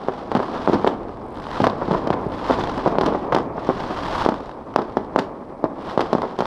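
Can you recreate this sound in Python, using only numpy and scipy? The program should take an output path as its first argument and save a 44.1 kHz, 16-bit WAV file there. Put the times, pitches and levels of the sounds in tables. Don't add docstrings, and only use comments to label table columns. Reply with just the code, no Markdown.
import sys
import numpy as np
from scipy import signal
from scipy.fft import rfft, irfft
from scipy.io import wavfile
from scipy.ndimage import map_coordinates

SR = 44100
rng = np.random.default_rng(int(sys.argv[2]) if len(sys.argv) > 2 else 0)


def unload_wav(signal):
    wavfile.write(
        sys.argv[1],
        SR,
        np.round(np.clip(np.atleast_2d(signal).T, -1, 1) * 32767).astype(np.int16),
    )


def magnitude_from_level(level_db):
    exponent = np.asarray(level_db, float) / 20
    return 10 ** exponent


N = 284868
ROW = 8192

# time in s, level in dB.
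SALVO_LEVELS = [(0, -33.5), (.4, -30), (.9, -26.5), (1.03, -31), (1.6, -31.5), (1.9, -25.5), (2.15, -25),
                (2.5, -28.5), (2.9, -25), (3.08, -21), (3.25, -25.5), (3.6, -28), (4.2, -29), (4.55, -34),
                (5.15, -31), (5.65, -34), (5.85, -31), (6.46, -32.5)]
# frequency in Hz, density in dB per Hz.
ROAR_COLOUR = [(60, -32.5), (130, -6), (250, 3.5), (500, 0.5), (1050, -4), (1500, -20), (2400, -29),
               (3300, -52.5), (6000, -54), (13000, -83), (16000, -120)]
# time in s, level in dB.
RUMBLE_LEVELS = [
    (0.0, -48.5),
    (1.33, -43),
    (2.64, -38.5),
    (6.46, -52),
]
# frequency in Hz, density in dB per Hz.
RUMBLE_COLOUR = [(15, -28.5), (30, 1.5), (70, -2), (130, -2), (250, -42.5), (600, -120)]
# start in s, length in s, level at the start in dB, level at the end in dB.
SHELLS = [(0.025, 0.3, -52.5, -55), (0.357, 0.39, -50, -44), (0.778, 0.11, -46.5, -47.5),
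          (.98, 0.29, -61.5, -63.5), (1.3, 0.31, -61.5, -40.5), (1.714, 0.28, -55, -46),
          (2.18, .14, -57.5, -57), (2.352, .18, -48, -39), (2.594, 0.32, -42, -48), (3.05, .2, -45, -54.5),
          (3.32, .09, -56, -51.5), (3.621, 0.599, -48, -38.5), (4.285, 0.24, -49, -58),
          (4.548, 0.48, -63, -58), (5.192, .03, -53, -54), (5.8, .12, -54.5, -45), (5.984, 0.32, -50, -52),
          (6.397, .05, -53, -49)]
# frequency in Hz, density in dB per Hz.
STAR_COLOUR = [(100, -2.5), (400, -6), (1000, 3.5), (1600, -7.5), (2400, -18), (3200, -15), (5200, -22.5),
               (6500, -34), (9000, -42), (12900, -51.5), (13400, -60.5), (16000, -80.5)]
# frequency in Hz, density in dB per Hz.
FIZZ_COLOUR = [(2500, -22), (3200, -2), (5200, -4), (7000, -10.5), (9000, -17), (12900, -22.5),
               (13400, -36), (16000, -70)]
# time in s, peak of the sharp part in dB.
LONE_STARS = [(0.1374, -39.5), (.1817, -39.5), (0.5516, -35), (.659, -34), (1.4, -37.5), (1.4676, -34.5),
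              (1.5142, -29), (1.544, -32), (1.918, -28.5), (2.131, -32), (2.1376, -31), (2.3395, -38),
              (2.465, -32), (2.6381, -27.5), (2.673, -29), (2.6966, -30), (2.7785, -26.5), (2.878, -29.5),
              (3.3658, -27), (3.3854, -27), (3.6712, -34.5), (4.0342, -35), (4.0661, -30), (4.2213, -27),
              (4.3413, -31.5), (1.441, -36), (4.7398, -39), (5.047, -42), (5.8978, -34), (6.219, -28.5),
              (0.0763, -40), (.199, -44), (0.2335, -44), (.482, -39), (0.6914, -36.5), (1.033, -46),
               (1.0845, -47.5), (1.0927, -44.5), (1.1713, -48.5), (1.3568, -43), (1.3727, -41),
               (1.3843, -41.5), (1.4217, -41), (1.4874, -40), (1.526, -38.5), (1.5593, -35.5),
               (2.0313, -44.5), (2.3207, -38), (2.823, -36.5), (3.621, -42), (3.648, -35), (4.1563, -34.5),
               (4.4047, -38.5), (4.459, -40.5), (4.494, -40.5), (4.5145, -39.5), (5.917, -37),
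               (6.1837, -36.5), (6.3647, -44.5), (6.455, -28)]
# time in s, peak in dB, push in ms, crack in dB.
CLEAN_BURSTS = [(.0851, -5, 0.73, -30), (0.3942, -10, 0.61, -28), (.6759, -1.9, 0.6, -35),
                (0.6856, -7, 1.1, -39), (.697, -3.5, 1.03, -27), (.846, -2.5, 0.71, -25),
                (1.885, -15, 1.8, -31), (1.929, -11, 0.92, -27), (2.1042, -3.5, 0.68, -18),
                (2.109, -14, 2.3, -35), (2.5096, -2.5, 0.8, -22), (2.955, -11, .6, -33),
                (2.9854, -1.9, 0.69, -18), (3.3635, -5, 0.5, -34), (3.6904, -3, 0.98, -26.5),
                (4.2625, -1.4, .73, -22), (4.7615, 1, 0.53, -15), (5.1613, 0.3, 0.58, -21.5),
                (5.9767, -2, .7, -21.5), (6.0254, -15, 0.78, -24), (6.4228, -8.5, 0.72, -30)]
# time in s, peak in dB, push in ms, crack in dB.
WALL_ECHOES = [(0.3169, -8.5, 0.56, -19), (0.3711, -9.5, 1.2, -13.5), (.8745, -2, .63, -13.5),
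               (1.6174, -11, 1.86, -9), (1.6417, -2.5, 0.52, -13), (1.651, -11.5, .41, -14),
               (1.8156, -15, 0.59, -30), (1.9111, -6, .77, -24), (1.9158, -11, 1.8, -28),
               (2.0735, -8, 0.98, -16.5), (2.1417, -14.5, 1.1, -22), (2.5275, -14, 0.32, -17),
               (2.876, -3, 0.78, -35), (3.0116, -5.5, 0.61, -8.5), (3.0617, -10.5, 0.92, -8),
               (3.08, -12, 1.15, -25), (3.3479, -3.5, 0.8, -13), (4.289, -3.5, 0.69, -19),
               (4.7914, -8, .74, -26), (4.9705, -3, 0.72, -26), (5.1889, -4.5, 0.72, -10),
               (5.1956, -13, 1.3, -16), (5.6415, -3, 0.83, -25.5), (5.994, -4.5, 0.58, -22),
               (6.1303, -2.5, 0.64, -15.5), (6.1513, -3.5, 0.83, -29), (6.3894, -10, 0.83, -12.5),
               (6.4062, -5.5, .67, -16)]
# time in s, peak in dB, push in ms, crack in dB.
HIDDEN_BURSTS = [(0.3514, -4.5, 0.71, -16), (.3644, -12.5, 0.47, -11), (0.7323, -7.5, 0.87, -15),
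                 (.742, -9.5, .78, -15), (.746, -12.5, 1.9, -21), (.7499, -18, 1.2, -24),
                 (.8669, -12, 0.52, -12), (1.6029, -5.5, 0.92, -16), (1.637, -10, 1.14, -16),
                 (1.669, -2, 0.65, -12), (1.9384, -9.5, 0.6, -26), (1.948, -9.5, 0.78, -28),
                 (2.1284, -13, 0.39, -25), (2.2654, -14, 1.54, -30), (2.4983, -6.5, 0.78, -31),
                 (2.5054, -8, 1.14, -30), (2.793, -19, 0.39, -13), (2.8612, -3, 0.77, -35),
                 (3.1486, -9, 0.64, -30), (3.3238, -6.5, 0.5, -15), (3.6981, -7.5, 0.62, -30),
                 (4.7866, -10, .64, -17.5), (5.181, -11.5, .75, -20), (6.0074, -9, .62, -7.5)]
# time in s, peak in dB,
# crack in dB.
FAR_POPS = [(0.0928, -14, -29), (0.4019, -8, -28), (.429, -13.5, -19), (0.5585, -14.5, -25),
            (.7262, -17, -16), (.7564, -13, -25), (.77, -18, -22), (.797, -17, -25), (1.699, -14.5, -10.5),
            (1.821, -10, -32), (1.8297, -15, -29), (1.8794, -17, -20), (1.9592, -17, -28),
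            (2.5873, -13.5, -20), (2.6104, -17, -12), (3.035, -9.5, -19), (3.1239, -13, -35),
            (3.3342, -13, -16), (3.3746, -9, -19), (3.58, -13, -31), (3.8363, -18, -13),
            (4.25, -15.5, -5.5), (4.3206, -12.5, -25), (4.8182, -17.5, -16), (5.6539, -14.5, -34),
            (6.0568, -19, -24), (6.1834, -12, -38), (6.2317, -12, -29), (6.2393, -15, -30),
            (6.252, -18, -31)]
# level against the front in dB, t60 of a full-scale front in s.
KIND_TRAILS = [
    (-18, 0.027),
    (-9, 0.034),
    (-3.5, 0.032),
    (-7, 0.019),
]
# frequency in Hz, t60 in s.
YARD_T60 = [(150, 0.53), (1000, 0.34), (5000, 0.24)]
# first click in s, last click in s, first rate per s, last rate per s, level in dB.
RATCHET_SPELLS = [
    (1.22, 1.6, 43.5, 65, -63.5),
    (2.158, 2.42, 54, 54, -65),
    (5.778, 5.98, 45, 45, -68),
]
# frequency in Hz, density in dB per Hz.
RATCHET_COLOUR = [(4000, -40), (7000, -6), (8500, 2), (11000, -4), (13000, -10), (16000, -50)]
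# frequency in Hz, density in dB per Hz.
HISS_COLOUR = [(2000, -16), (5000, 1.5), (7000, -7), (8000, -2), (9000, -8), (10000, -3.5), (12800, -17.5),
               (14000, -45)]


def along(points, hz):
    f, v = np.transpose(points)
    return np.interp(np.log(hz + 1), np.log(f + 1), v)


def level_curve(rows):
    s, db = np.transpose(rows)
    return np.interp(np.arange(N) / SR, s, db)


def wobble(rate_hz):
    knots = rng.standard_normal(int(N * rate_hz / SR) + 4)
    return map_coordinates(knots, [np.arange(N) * rate_hz / SR])


def causal(colour):
    cepstrum = irfft(np.log(magnitude_from_level(along(colour, np.fft.rfftfreq(ROW, 1 / SR)))))
    cepstrum[1:ROW // 2] *= 2
    cepstrum[ROW // 2 + 1:] = 0
    return irfft(np.exp(rfft(cepstrum)))[:ROW // 4]


def reports(per_second, spread_db, colour):
    fired = rng.random(N) < per_second / SR
    size_db = spread_db * np.minimum(rng.exponential(size=N), 4)
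    shots = fired * magnitude_from_level(size_db) * rng.choice([-1, 1], size=N)
    rattle = signal.fftconvolve(shots, causal(colour))[:N]
    return rattle / np.sqrt(np.mean(rattle ** 2) + 1e-20)


def overlay(at, rows, length):
    index = at + np.arange(rows.shape[1])
    return np.bincount(index.ravel(), rows.ravel(), length)


def roar():
    db = level_curve(SALVO_LEVELS) - 1.6 + 0.3 * wobble(14) + 1.6 * wobble(45)
    return magnitude_from_level(db) * reports(3000, spread_db=0.5, colour=ROAR_COLOUR)


def rumble():
    db = level_curve(RUMBLE_LEVELS) + 0.83 * wobble(10)
    return magnitude_from_level(db) * reports(7300, spread_db=3.0, colour=RUMBLE_COLOUR)


def swells():
    catch_db_per_s, die_db_per_s, far_stars_db = 160, 150, -66
    start_s, length_s, first_db, last_db = np.transpose(SHELLS)[:, :, None]
    t = np.arange(N) / SR - start_s
    burn_db = first_db + (last_db - first_db) * np.clip(t / length_s, 0, 1)
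    burn_db += catch_db_per_s * np.minimum(t, 0) - die_db_per_s * np.maximum(t - length_s, 0)
    return np.maximum(burn_db.max(0), far_stars_db)


def crackle(stars_db):
    db = stars_db + 13.0 + 1.07 * wobble(30) + 1.53 * wobble(110)
    return magnitude_from_level(db) * reports(3500, spread_db=3.0, colour=STAR_COLOUR)


def fizz(stars_db):
    full_shell_db, growth = -52, 1.84
    db = full_shell_db + growth * (stars_db - stars_db.max()) + 0.8 * wobble(40)
    return magnitude_from_level(db) * reports(15000, spread_db=2.5, colour=FIZZ_COLOUR)


def snaps(stars_db):
    count, per_second = 600, 90
    centre_hz, pitch_spread, decay_cycles, level_db = 3600, 0.27, 15, 7.5
    at = (rng.random(count) * count / per_second * SR).astype(int)
    hz = centre_hz * np.exp(pitch_spread * rng.standard_normal(count))[:, None]
    t = np.arange(256) / SR
    db = stars_db[np.minimum(at, N - 1)] + level_db + 3.5 * np.minimum(rng.exponential(size=count), 3)
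    attack = 1 - np.exp(-(t * hz / 1.2) ** 2)
    rows = magnitude_from_level(db[:, None] - 60 * t * hz / decay_cycles) * np.sin(2 * np.pi * hz * t) * attack
    return overlay(at[:, None], rows, N)[:N]


def lone_stars():
    attack_s, t60_s, lead_s = 0.00042, 0.014, 0.0007
    s, db = np.transpose(LONE_STARS)[:, :, None]
    t = np.arange(512) / SR
    envelope = magnitude_from_level(db + 13.5 - 60 * t / t60_s) * (1 - np.exp(-t / attack_s))
    spit = envelope * rng.standard_normal((len(s), len(t)))
    train = overlay(np.round((s - lead_s) * SR).astype(int), spit, N + SR)[:N]
    colour = causal(STAR_COLOUR)
    return signal.fftconvolve(train, colour / np.linalg.norm(colour))[:N]


def wave(push_s):
    ring_hz, ring_width_hz, ring_db, low_cut_hz = 1050, 450, -4, 165
    f = np.fft.rfftfreq(ROW, 1 / SR)
    w = 2 * np.pi * f * push_s
    rounded = -1j * f / (1 + 1j * w / 2.57) ** 4 * np.exp(-(w / 6.4) ** 2 / 2)
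    damping = 1j * f * ring_width_hz
    case = 1 + magnitude_from_level(ring_db) * damping / (ring_hz ** 2 - f * f + damping)
    return rounded * case * (1j * f / (low_cut_hz + 1j * f)) ** 2


def arrivals():
    pop_push_ms, trail_s_per_db = 0.61, 0.002
    pops = [(s, db, pop_push_ms, crack_db) for s, db, crack_db in FAR_POPS]
    fronts = []
    for rows, (trail_db, t60_s) in zip([CLEAN_BURSTS, WALL_ECHOES, HIDDEN_BURSTS, pops], KIND_TRAILS):
        for row in rows:
            fronts.append((*row, trail_db, t60_s - trail_s_per_db * row[1]))
    return fronts


def bursts():
    s, db, push_ms, crack_db, scatter_db, t60_s = np.transpose(arrivals())[:, :, None]
    lead = ROW // 8
    after_s = (np.arange(ROW) - lead) / SR
    noise = rng.standard_normal((3, len(s), ROW))

    body = irfft(wave(push_ms / 1000))
    body /= -body.min(1, keepdims=True)
    shifted = (np.arange(ROW) - lead + body.argmin(1)[:, None]) % ROW
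    body = np.take_along_axis(body, shifted, axis=1)

    late_s = np.clip(after_s - 0.0015, 0, None)
    fade = (late_s > 0) * magnitude_from_level(-60 * late_s / np.clip(t60_s, 0.01, 0.15))
    blur = wave(2.0 * push_ms / 1000) + 0.64 * wave(push_ms / 1000)
    scatter = irfft(rfft(noise[0] * fade) * blur)
    scatter /= np.sqrt(np.mean(abs(blur) ** 2, 1, keepdims=True))

    front_s = np.clip(after_s + 0.00055, 0, None)
    sharp = noise[1] * magnitude_from_level(-60 * front_s / 0.0044)
    sparse_trail = magnitude_from_level(-19.5) * noise[2] ** 3 * fade ** 1.52
    spit = (front_s > 0) * (sharp + sparse_trail)
    high_pass = signal.butter(2, 1800, "hp", fs=SR, output="sos")
    treble = signal.sosfilt(high_pass, causal(STAR_COLOUR))
    crack = irfft(rfft(spit) * rfft(treble, ROW))
    crack /= abs(crack).max(1, keepdims=True)

    rows = magnitude_from_level(db) * (body + magnitude_from_level(scatter_db - 1) * scatter + magnitude_from_level(crack_db + 1.5) * crack)
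    return overlay(np.round(s * SR).astype(int), rows, N + 2 * ROW)[lead:lead + N]


def yard(x):
    delay = 600
    hz, t, z = signal.stft(rng.standard_normal(SR), SR, nperseg=256)
    decay = magnitude_from_level(-60 * t / along(YARD_T60, hz)[:, None])
    tail = signal.istft(z * decay, SR, nperseg=256)[1]
    return signal.fftconvolve(np.pad(x, (delay, 0)), tail / np.linalg.norm(tail))[:N]


def ratchet():
    t, gate = np.arange(N) / SR, np.zeros(N)
    for first_s, last_s, first_rate, last_rate, db in RATCHET_SPELLS:
        u = np.clip((t - first_s) / (last_s - first_s), 0, 1)
        teeth = (last_s - first_s) * (first_rate * u + (last_rate - first_rate) * u * u / 2)
        clicks = np.exp(2.5 * (np.cos(2 * np.pi * teeth) - 1))
        gate += magnitude_from_level(db) * np.sin(np.pi * u) ** 0.5 * clicks
    return gate * reports(20000, spread_db=-1.0, colour=RATCHET_COLOUR)


def scene():
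    stars_db = swells()
    city = roar() + rumble() + crackle(stars_db) + fizz(stars_db) + snaps(stars_db)
    near = lone_stars() + bursts()
    return (city + near + magnitude_from_level(-12.5) * yard(near) + ratchet())[None]


def roll_off(x):
    return signal.sosfilt(signal.butter(12, 15700, fs=SR, output="sos"), x)


def record(dry):
    hardness, top = 12, 1.1
    x = dry + magnitude_from_level(-74) * reports(20000, spread_db=1.0, colour=HISS_COLOUR)
    limited = x / (1 + abs(x / top) ** hardness) ** (1 / hardness)
    return roll_off(limited)


dry = scene()
out = record(dry)
unload_wav(out)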